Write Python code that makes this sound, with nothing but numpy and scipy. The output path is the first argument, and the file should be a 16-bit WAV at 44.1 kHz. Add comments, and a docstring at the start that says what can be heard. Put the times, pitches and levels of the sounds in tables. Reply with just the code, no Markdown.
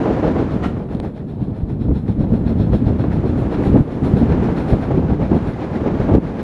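"""Slipstream on a microphone held out of an open carriage window, behind steam locomotives.
The air rushes past and buffets the microphone in lumpy gusts, slaps and thumps. Up ahead the
hard-working engines blast exhaust from the chimney about eight times a second, once with a
metallic-sounding rasp. Below, the wheels rumble on the rails. A few sharp ticks sound right at
the microphone; the last is the crack of the hardest gust overloading it."""
import sys
import numpy as np
from scipy import signal
from scipy.fft import rfft, irfft, next_fast_len
from scipy.io import wavfile
from scipy.ndimage import uniform_filter1d

SR = 44100
rng = np.random.default_rng(int(sys.argv[2]) if len(sys.argv) > 2 else 0)


def wrap_up_sound(samples):
    """Save the sound to the file named by the first command line argument, as 16-bit audio."""
    columns = np.atleast_2d(samples).T
    # keep every value between -1 and 1, then stretch to whole-number steps
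    tamed = np.clip(columns, -1, 1)
    steps = np.round(tamed * 32767).astype(np.int16)
    wavfile.write(sys.argv[1], SR, steps)


N = 283556

# colours of the air at the microphone: (frequency [Hz], relative density [dB])
BUFFET_COLOUR = [(15, -20.5), (28, -9.5), (65, 2), (130, 1.36), (220, 1.4), (310, -6.5), (450, -19),
                 (800, -37.5), (1600, -64)]
FLUTTER_COLOUR = [(130, -9), (250, 2.5), (370, 0), (520, -5), (800, -16.5), (1200, -28.5), (2200, -53),
                  (5000, -62)]
RUSH_COLOUR = [(400, -0.5), (800, 7), (1300, 1.5), (2000, -6), (3000, -13.5), (4200, -20.5), (5200, -25),
               (7200, -30), (9000, -35.5), (11300, -42.5), (12600, -54), (15000, -54)]
SLAP_COLOUR = [(150, -11), (320, 7), (520, 2), (800, -6), (1300, -21), (2300, -33), (4500, -49.5)]
# flow between gusts, before its trim: (time [s], buffet [dB], flutter [dB], rush [dB])
STEADY_FLOW = [(0.0, -24.5, -21, -31.5), (0.25, -22, -24, -33.5), (0.56, -23, -25.5, -37),
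               (0.75, -24, -31, -43), (1.0, -28, -29, -50.5), (1.25, -26.5, -37, -53.5),
               (1.7, -25.5, -38, -56), (2.13, -19, -33.5, -47), (2.449, -19.5, -31.5, -47.5),
               (3.33, -18.5, -29.5, -40), (3.62, -21.5, -20.5, -36), (3.95, -25.5, -27, -40),
               (4.24, -14.5, -21.5, -36.5), (4.62, -22.5, -26, -36.5), (4.84, -21, -27.5, -37),
               (4.94, -18.5, -23.5, -38.5), (5.2, -19, -27.5, -40.5), (5.42, -22.5, -28.5, -38),
               (5.56, -30.5, -29, -38), (6.04, -19, -23, -35.5), (6.36, -30, -31, -41)]
# trim on that flow: (buffet [dB], flutter [dB], rush [dB])
STEADY_TRIM = [1.5, 1.4, 1]
# gusts build up and break off: (peak time [s], buffet [dB], flutter [dB], rush [dB], build-up [s])
AIR_GUSTS = [(0.11, -19, -37, -42, 0.033), (0.272, -21, -15.5, -39, 0.033), (0.405, -26, -18.5, -45, 0.021),
             (0.642, -25, -28, -26.5, 0.015), (1.43, -25.5, -44, -56, 0.016), (1.491, -24, -31, -63, 0.031),
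             (1.7, -15.5, -35, -58, 0.0088), (1.845, -18, -28.5, -58, 0.041),
             (1.909, -9.5, -27, -58, 0.034), (1.96, -16.5, -28, -53, 0.013),
             (2.094, -16.5, -23.5, -52, 0.018), (2.225, -14.5, -28.5, -55, 0.033),
             (2.345, -14, -26.5, -54, 0.05), (2.404, -15, -34, -53, 0.021), (2.51, -18, -26, -55, 0.029),
             (2.56, -22, -39, -59, 0.012), (2.61, -13, -22.5, -52, 0.019), (2.672, -16, -30, -52, 0.012),
             (2.746, -13, -22.5, -42, 0.051), (2.9, -13, -21, -45, 0.03), (3.254, -22, -18, -50, 0.026),
             (3.32, -30, -40, -51, 0.031), (3.41, -17, -23, -50, 0.03), (3.785, -7.5, -19, -44, 0.1),
             (4.05, -14, -20.5, -34, 0.02), (4.235, -17, -28, -43, 0.023), (4.411, -20, -29, -43, 0.039),
             (4.73, -16.5, -21, -42, 0.053), (4.913, -24, -20.5, -34, 0.006),
             (4.982, -16.5, -24, -42, 0.02), (5.045, -18, -27, -53, 0.029), (5.117, -15.5, -22, -53, 0.02),
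             (5.215, -18, -17, -36.5, 0.022), (5.358, -15, -17.5, -40, 0.037),
             (5.482, -14.5, -30, -52, 0.0067), (5.89, -22.5, -20.5, -54, 0.074),
             (6.142, -25, -16.5, -33, 0.012), (6.163, -10.5, -19.5, -47, 0.061)]
# the steady flow drops away for a moment: (time [s], drop [dB], half length [s])
AIR_LULLS = [(0.158, 4, 0.0071), (0.213, 0, 0.0075), (0.333, 4.5, 0.012), (0.468, 3, 0.017),
             (0.876, 5.5, 0.03), (1.14, 6, 0.037), (1.604, 8, 0.01), (2.036, 5, 0.063), (2.147, 2.5, 0.038),
             (2.715, 6, 0.01), (3.02, 2.5, 0.008), (3.18, 2, 0.018), (3.5, 4.5, 0.018), (3.85, 6, 0.037),
             (4.01, 2, 0.014), (4.547, 6.5, 0.012), (4.83, 2.5, 0.061), (4.999, 1.5, 0.01),
             (5.088, 1.5, 0.01), (5.185, 3, 0.014), (5.302, -0.5, 0.012), (6.196, 7.5, 0.029)]
# the hardest slaps of air: (onset [s], level [dB], decay [s])
AIR_SLAPS = [(0.008, -18, 0.027), (0.055, -14.5, 0.035), (0.099, -19.5, 0.03), (0.168, -18.5, 0.019),
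             (0.228, -12.5, 0.029), (0.286, -20, 0.0096), (0.357, -14, 0.022), (0.766, -24, 0.01),
             (0.801, -23, 0.0079), (1.883, -23, 0.0089), (1.91, -21, 0.0045), (2.239, -23, 0.01),
             (2.268, -25, 0.008), (2.32, -24, 0.0091), (2.594, -30, 0.017), (2.731, -10.5, 0.0084),
             (2.863, -19, 0.012), (2.994, -21, 0.015), (3.038, -14.5, 0.018), (3.235, -23, 0.022),
             (3.514, -25, 0.043), (3.754, -15, 0.025), (4.379, -23, 0.012), (4.484, -16.5, 0.02),
             (4.554, -21, 0.014), (4.732, -16.5, 0.019), (4.905, -13, 0.013), (4.939, -19.5, 0.007),
             (4.98, -25, 0.016), (5.023, -15.5, 0.0062), (5.047, -21.5, 0.007), (5.101, -17.5, 0.014),
             (5.216, -18.5, 0.012), (5.315, -12, 0.016), (5.345, -21, 0.0086), (5.86, -15.5, 0.019),
             (6.089, -12.5, 0.034), (6.179, -16, 0.007)]
# the largest eddies, square on the microphone: (time [s], peak [dB], half width [s])
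VORTICES = [(0.428, -7, 0.0007), (0.565, -8, 0.0012), (0.953, -7.5, 0.0014), (1.428, -7.5, 0.0017),
            (1.638, -6, 0.0029), (2.103, -10.5, 0.0023), (2.19, -10.5, 0.0037), (2.619, -7, 0.0009),
            (2.871, -4, 0.0021), (2.907, -4, 0.0013), (3.084, -9.5, 0.0015), (3.302, -11, 0.0021),
            (3.809, -2, 0.002), (4.032, -6.5, 0.0021), (4.139, -2.5, 0.0022), (4.737, -2, 0.0025),
            (4.945, -5, 0.0025), (4.977, -3, 0.0011), (5.126, -5, 0.0014), (5.318, 0, 0.0011),
            (6.1511, 3.5, 0.00074), (6.156, -2, 0.0024), (6.1842, -2, 0.0012)]

# colours of the exhaust from the window: (frequency [Hz], relative density [dB])
BARK_COLOUR = [(150, 4.5), (300, 1), (550, -7), (850, -7.5), (1150, -22), (1400, -18.5), (2200, -24),
               (3200, -37), (6000, -46.5), (9000, -70)]
HISS_COLOUR = [(1100, -12.5), (1400, 9.5), (1850, 1.5), (2150, -7), (2450, 3), (2950, -6.5), (3400, 2),
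               (3800, 0), (4270, 0.5), (4700, -16.5), (5200, -7), (5750, -15), (6100, -23.5), (7300, -24.5),
               (9000, -41)]
SIZZLE_COLOUR = [(5000, -21.5), (7000, 0), (9000, 0), (10800, -0.5), (11700, -5.5), (12300, -14.5),
                 (15000, -36.5)]
# four beats to a turn of the driving wheels, before trims: (time [s], bark [dB], hiss [dB], sizzle [dB])
EXHAUST_BEATS = [(0.133, -24, -50, -77), (0.256, -16, -47, -70), (0.4, -24, -49, -71),
                 (0.523, -30, -49.5, -70), (0.655, -22, -47, -64), (0.78, -34, -69, -75),
                 (0.923, -28.5, -55, -69.5), (1.046, -26.5, -52.5, -68.5), (1.17, -32, -55, -74),
                 (1.3, -39, -56, -73), (1.434, -37, -57, -74), (1.568, -31, -59, -73),
                 (1.703, -33.5, -56.5, -72.5), (1.822, -36, -53, -73.0), (1.962, -34.5, -50.5, -68.5),
                 (2.093, -28, -51.5, -68.5), (2.214, -38, -51.5, -70.5), (2.35, -28.5, -51.5, -68.5),
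                 (2.483, -26, -46.5, -66.5), (2.607, -37, -44.5, -66), (2.744, -33, -44, -63.5),
                 (2.874, -26.5, -47, -66.5), (3.007, -27, -47.5, -68.5), (3.135, -23.5, -49, -66),
                 (3.272, -33, -48.5, -67), (3.395, -27.5, -50, -63), (3.533, -20, -45, -65.5),
                 (3.658, -20, -46, -60), (3.784, -33, -53, -65), (3.923, -37, -52, -70),
                 (4.057, -25.5, -46, -60), (4.182, -26, -45, -61.5), (4.308, -17.5, -49, -68),
                 (4.446, -16.5, -50, -65), (4.582, -17, -44, -62), (4.702, -16.5, -44, -59),
                 (4.83, -21.5, -50, -65), (4.967, -25.5, -53, -71.5), (5.102, -22, -52, -72),
                 (5.235, -22, -50, -70.5), (5.355, -23, -50, -65.5), (5.484, -24.5, -49.0, -65),
                 (5.622, -19.5, -49.5, -71.0), (5.755, -19.5, -52, -68), (5.882, -23.5, -57, -76),
                 (6.013, -19.5, -49.5, -68), (6.144, -23, -63, -66), (6.279, -33, -53.0, -72),
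                 (6.405, -20.5, -49, -67)]
# ringing bands of the rasp on the fifth beat: (frequency [Hz], bandwidth [Hz], level [dB])
RASP_BANDS = [(723, 17, -28), (1360, 24, -31), (1880, 32, -35.5), (2380, 900, -38.5), (2770, 26, -50),
              (2990, 30, -44), (3200, 40, -52), (6940, 2200, -54)]

# colour of the rolling wheels and coach body: (frequency [Hz], relative density [dB])
ROLLING_COLOUR = [(25, -10), (70, -16.5), (125, 7.5), (280, -15.5), (450, -14.5), (800, -20.5), (1300, -37),
                  (2200, -49.5), (4000, -46), (6000, -67.5), (11000, -61.5), (12600, -80.5)]
# sharp ticks at the microphone: (time [s], strength [dB])
SHARP_TICKS = [(0.9491, -36), (0.9695, -46), (0.993, -49), (0.9995, -39), (1.0006, -27.5), (6.151, -31.5)]
# tones of a tick: (frequency [Hz], gain [dB], time to fall 60 dB [s])
TICK_TONES = [(330, 22.5, 0.0065), (2450, -6, 0.011), (3130, -3.5, 0.007), (4150, -1.5, 0.005),
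              (5300, -13, .004), (6900, -17, .004), (8300, -15, 0.006), (9600, -17, .004)]


def slipstream():
    """At the microphone large eddies buffet, smaller ones flutter, the finest rush; all surge together."""
    t = np.arange(N) / SR
    eddy = drift(rate_hz=45)
    buffet = steadied(coloured(rng.standard_normal(N) * from_db(2.0 * eddy), BUFFET_COLOUR), 0.13)
    flutter = steadied(coloured(rng.standard_normal(N) * from_db(1.7 * eddy), FLUTTER_COLOUR), 0.081)
    rush = noise(RUSH_COLOUR) * from_db(0.73 * eddy)
    lull_db = sum(db * np.exp(-((t - s) / half_s) ** 2) for s, db, half_s in AIR_LULLS)
    flow_db = 0.69 * drift(rate_hz=11) - lull_db
    gust_s, *gust_levels, build_s = np.transpose(AIR_GUSTS)
    layers = zip((buffet, flutter, rush), in_time(STEADY_FLOW), STEADY_TRIM, gust_levels)
    wind = np.zeros(N)
    for air, steady_db, trim_db, gust_db in layers:
        steady = from_db(steady_db + trim_db + flow_db)
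        gusts = swells(gust_s, gust_db, build_s, fall_s=0.014)
        wind += air * np.hypot(steady, gusts)
    return wind


def slaps(rise_s=0.00095):
    """The flow tears off the microphone housing at once and settles again."""
    envelope = sum(from_db(db) * burst(s, rise_s, decay_s) for s, db, decay_s in AIR_SLAPS)
    return steadied(noise(SLAP_COLOUR), span_s=0.0053) * envelope


def thumps():
    """A vortex core crosses the microphone: a dip in pressure with a shoulder on either side."""
    pressure = np.zeros(N)
    for s, db, half_width_s in VORTICES:
        at = np.arange(int((s - .03) * SR), min(int((s + .03) * SR), N))
        offset = (at / SR - s) / half_width_s
        pressure[at] -= from_db(db) * (1 - offset ** 2) * np.exp(-offset ** 2 / 2)
    return pressure


def exhaust(rise_s=0.023, fall_s=0.028, linger_db=-6.5):
    """Up ahead, each beat is a ragged blast from the chimney with a smooth hiss of steam around it."""
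    times, bark_db, hiss_db, sizzle_db = np.transpose(EXHAUST_BEATS)
    bark = noise(BARK_COLOUR) * swells(times, bark_db - 5.0, rise_s=0.03, fall_s=0.026)
    ragged = from_db(3.6 * drift(rate_hz=67))
    hiss = noise(HISS_COLOUR) * swells(times, hiss_db + 0.5, rise_s, fall_s)
    lingering = from_db(in_time(EXHAUST_BEATS)[-1] + linger_db)  # sizzle hangs on between beats
    sizzle = noise(SIZZLE_COLOUR) * np.hypot(swells(times, sizzle_db + .2, rise_s, fall_s), lingering)
    return bark * ragged + hiss + sizzle


def rasp():
    """One brief ringing, metallic-sounding rasp on the fifth exhaust beat."""
    white = rng.standard_normal(N)
    ringing = np.zeros(N)
    for hz, width, db in RASP_BANDS:
        band = signal.butter(2, [hz - width / 2, hz + width / 2], "band", fs=SR, output="sos")
        ringing += from_db(db) * steadied(signal.sosfilt(band, white), span_s=0.028)
    return ringing * burst(onset_s=.631, rise_s=0.0031, decay_s=0.039)


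def wheels(level_db=-32.5):
    """Below the window, steel rolls on steel with an uneven rumble."""
    return from_db(level_db) * noise(ROLLING_COLOUR) * from_db(2.8 * drift(rate_hz=9.8))


def ticks():
    """Sharp ticks at the microphone; the last is the crack of the hardest gust overloading it."""
    clicks = np.zeros(N)
    for s, db in SHARP_TICKS:
        clicks[round(s * SR)] = from_db(db)
    tones = sum((-1) ** (k + 1) * from_db(db) * ring(clicks, hz, t60)  # tones alternate in sign
                for k, (hz, db, t60) in enumerate(TICK_TONES))
    return signal.sosfilt(signal.butter(6, 11800, fs=SR, output="sos"), tones)


def from_db(db):
    """Decibels to amplitude."""
    return 10 ** (np.asarray(db) / 20)


def rms_one(x):
    """Scales a signal to rms 1."""
    return x / np.sqrt(np.mean(x ** 2) + 1e-20)


def in_time(rows):
    """Each level column of a timed table, sample by sample."""
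    times, *columns = np.transpose(rows)
    return [np.interp(np.arange(N) / SR, times, column) for column in columns]


def drift(rate_hz):
    """Slow random wander: noise through a double one-pole low-pass; rms 1."""
    step, run_in = 20, 2000
    pole = np.exp(-2 * np.pi * rate_hz * step / SR)
    white = rng.standard_normal(N // step + run_in + 2)
    slow = signal.lfilter([1], [1, -2 * pole, pole * pole], white)[run_in:]
    return np.interp(np.arange(N) / step, np.arange(len(slow)), rms_one(slow))


def coloured(source, spectrum):
    """Gives a source a spectrum that is closed at both ends; rms 1."""
    hz, db = np.transpose(spectrum)
    size = next_fast_len(N)
    log_hz = np.log(np.arange(size // 2 + 1) * SR / size + 1)
    gain = from_db(np.interp(log_hz, np.log(hz), db, left=-150, right=-150))
    return rms_one(irfft(rfft(source, size) * gain, size)[:N])


def noise(spectrum):
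    """Steady noise of a given colour; rms 1."""
    return coloured(rng.standard_normal(N), spectrum)


def steadied(x, span_s):
    """Holds the power of a noise steady over a span and keeps its faster lumps."""
    power = uniform_filter1d(x ** 2, int(span_s * SR))
    return x / np.sqrt(uniform_filter1d(power, int(span_s * SR / 2)) + 1e-9)


def swells(times, levels_db, rise_s, fall_s):
    """Envelope of puffs that swell to a rounded peak and die away."""
    power = np.zeros(N)
    for s, db, rise in np.broadcast(times, levels_db, rise_s):
        at = np.arange(max(int((s - .3) * SR), 0), min(int((s + .4) * SR), N))
        age = at / SR - s
        shape = np.where(age < 0, np.exp(-(age / rise) ** 2), np.exp(1 - np.hypot(1, age / fall_s)))
        power[at] += (from_db(db) * shape) ** 2
    return np.sqrt(power)


def burst(onset_s, rise_s, decay_s):
    """Envelope that sets in abruptly and dies away."""
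    age = np.maximum(np.arange(N) / SR - onset_s, 0)
    return (1 - np.exp(-age / rise_s)) * np.exp(-np.minimum(age / decay_s, 20))


def ring(clicks, hz, t60):
    """A unit click sets a sine of height 1 ringing."""
    radius, angle = from_db(-60 / (t60 * SR)), 2 * np.pi * hz / SR
    return signal.lfilter([0, np.sin(angle)], [1, -2 * radius * np.cos(angle), radius ** 2], clicks + 1e-18)


def scene():
    """Engines, air and wheels in mono, from one point just outside the carriage window."""
    return (exhaust() + slipstream() + slaps() + thumps() + wheels() + rasp() + ticks())[None]


def record(dry, fade_s=.003, port_hz=7850, knee=24, cutoff_hz=15500):
    """Fades in; the microphone port cuts a notch, the hardest gusts overload, the top is cut."""
    faded = dry * np.minimum(np.arange(N) / (fade_s * SR), 1)
    notched = signal.lfilter(*signal.iirnotch(port_hz, Q=22, fs=SR), faded)
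    rounded = notched / (1 + np.abs(notched) ** knee) ** (1 / knee)  # a higher knee clips harder
    return signal.sosfilt(signal.ellip(10, .3, 70, cutoff_hz, fs=SR, output="sos"), rounded)


dry = scene()
out = record(dry)
wrap_up_sound(out)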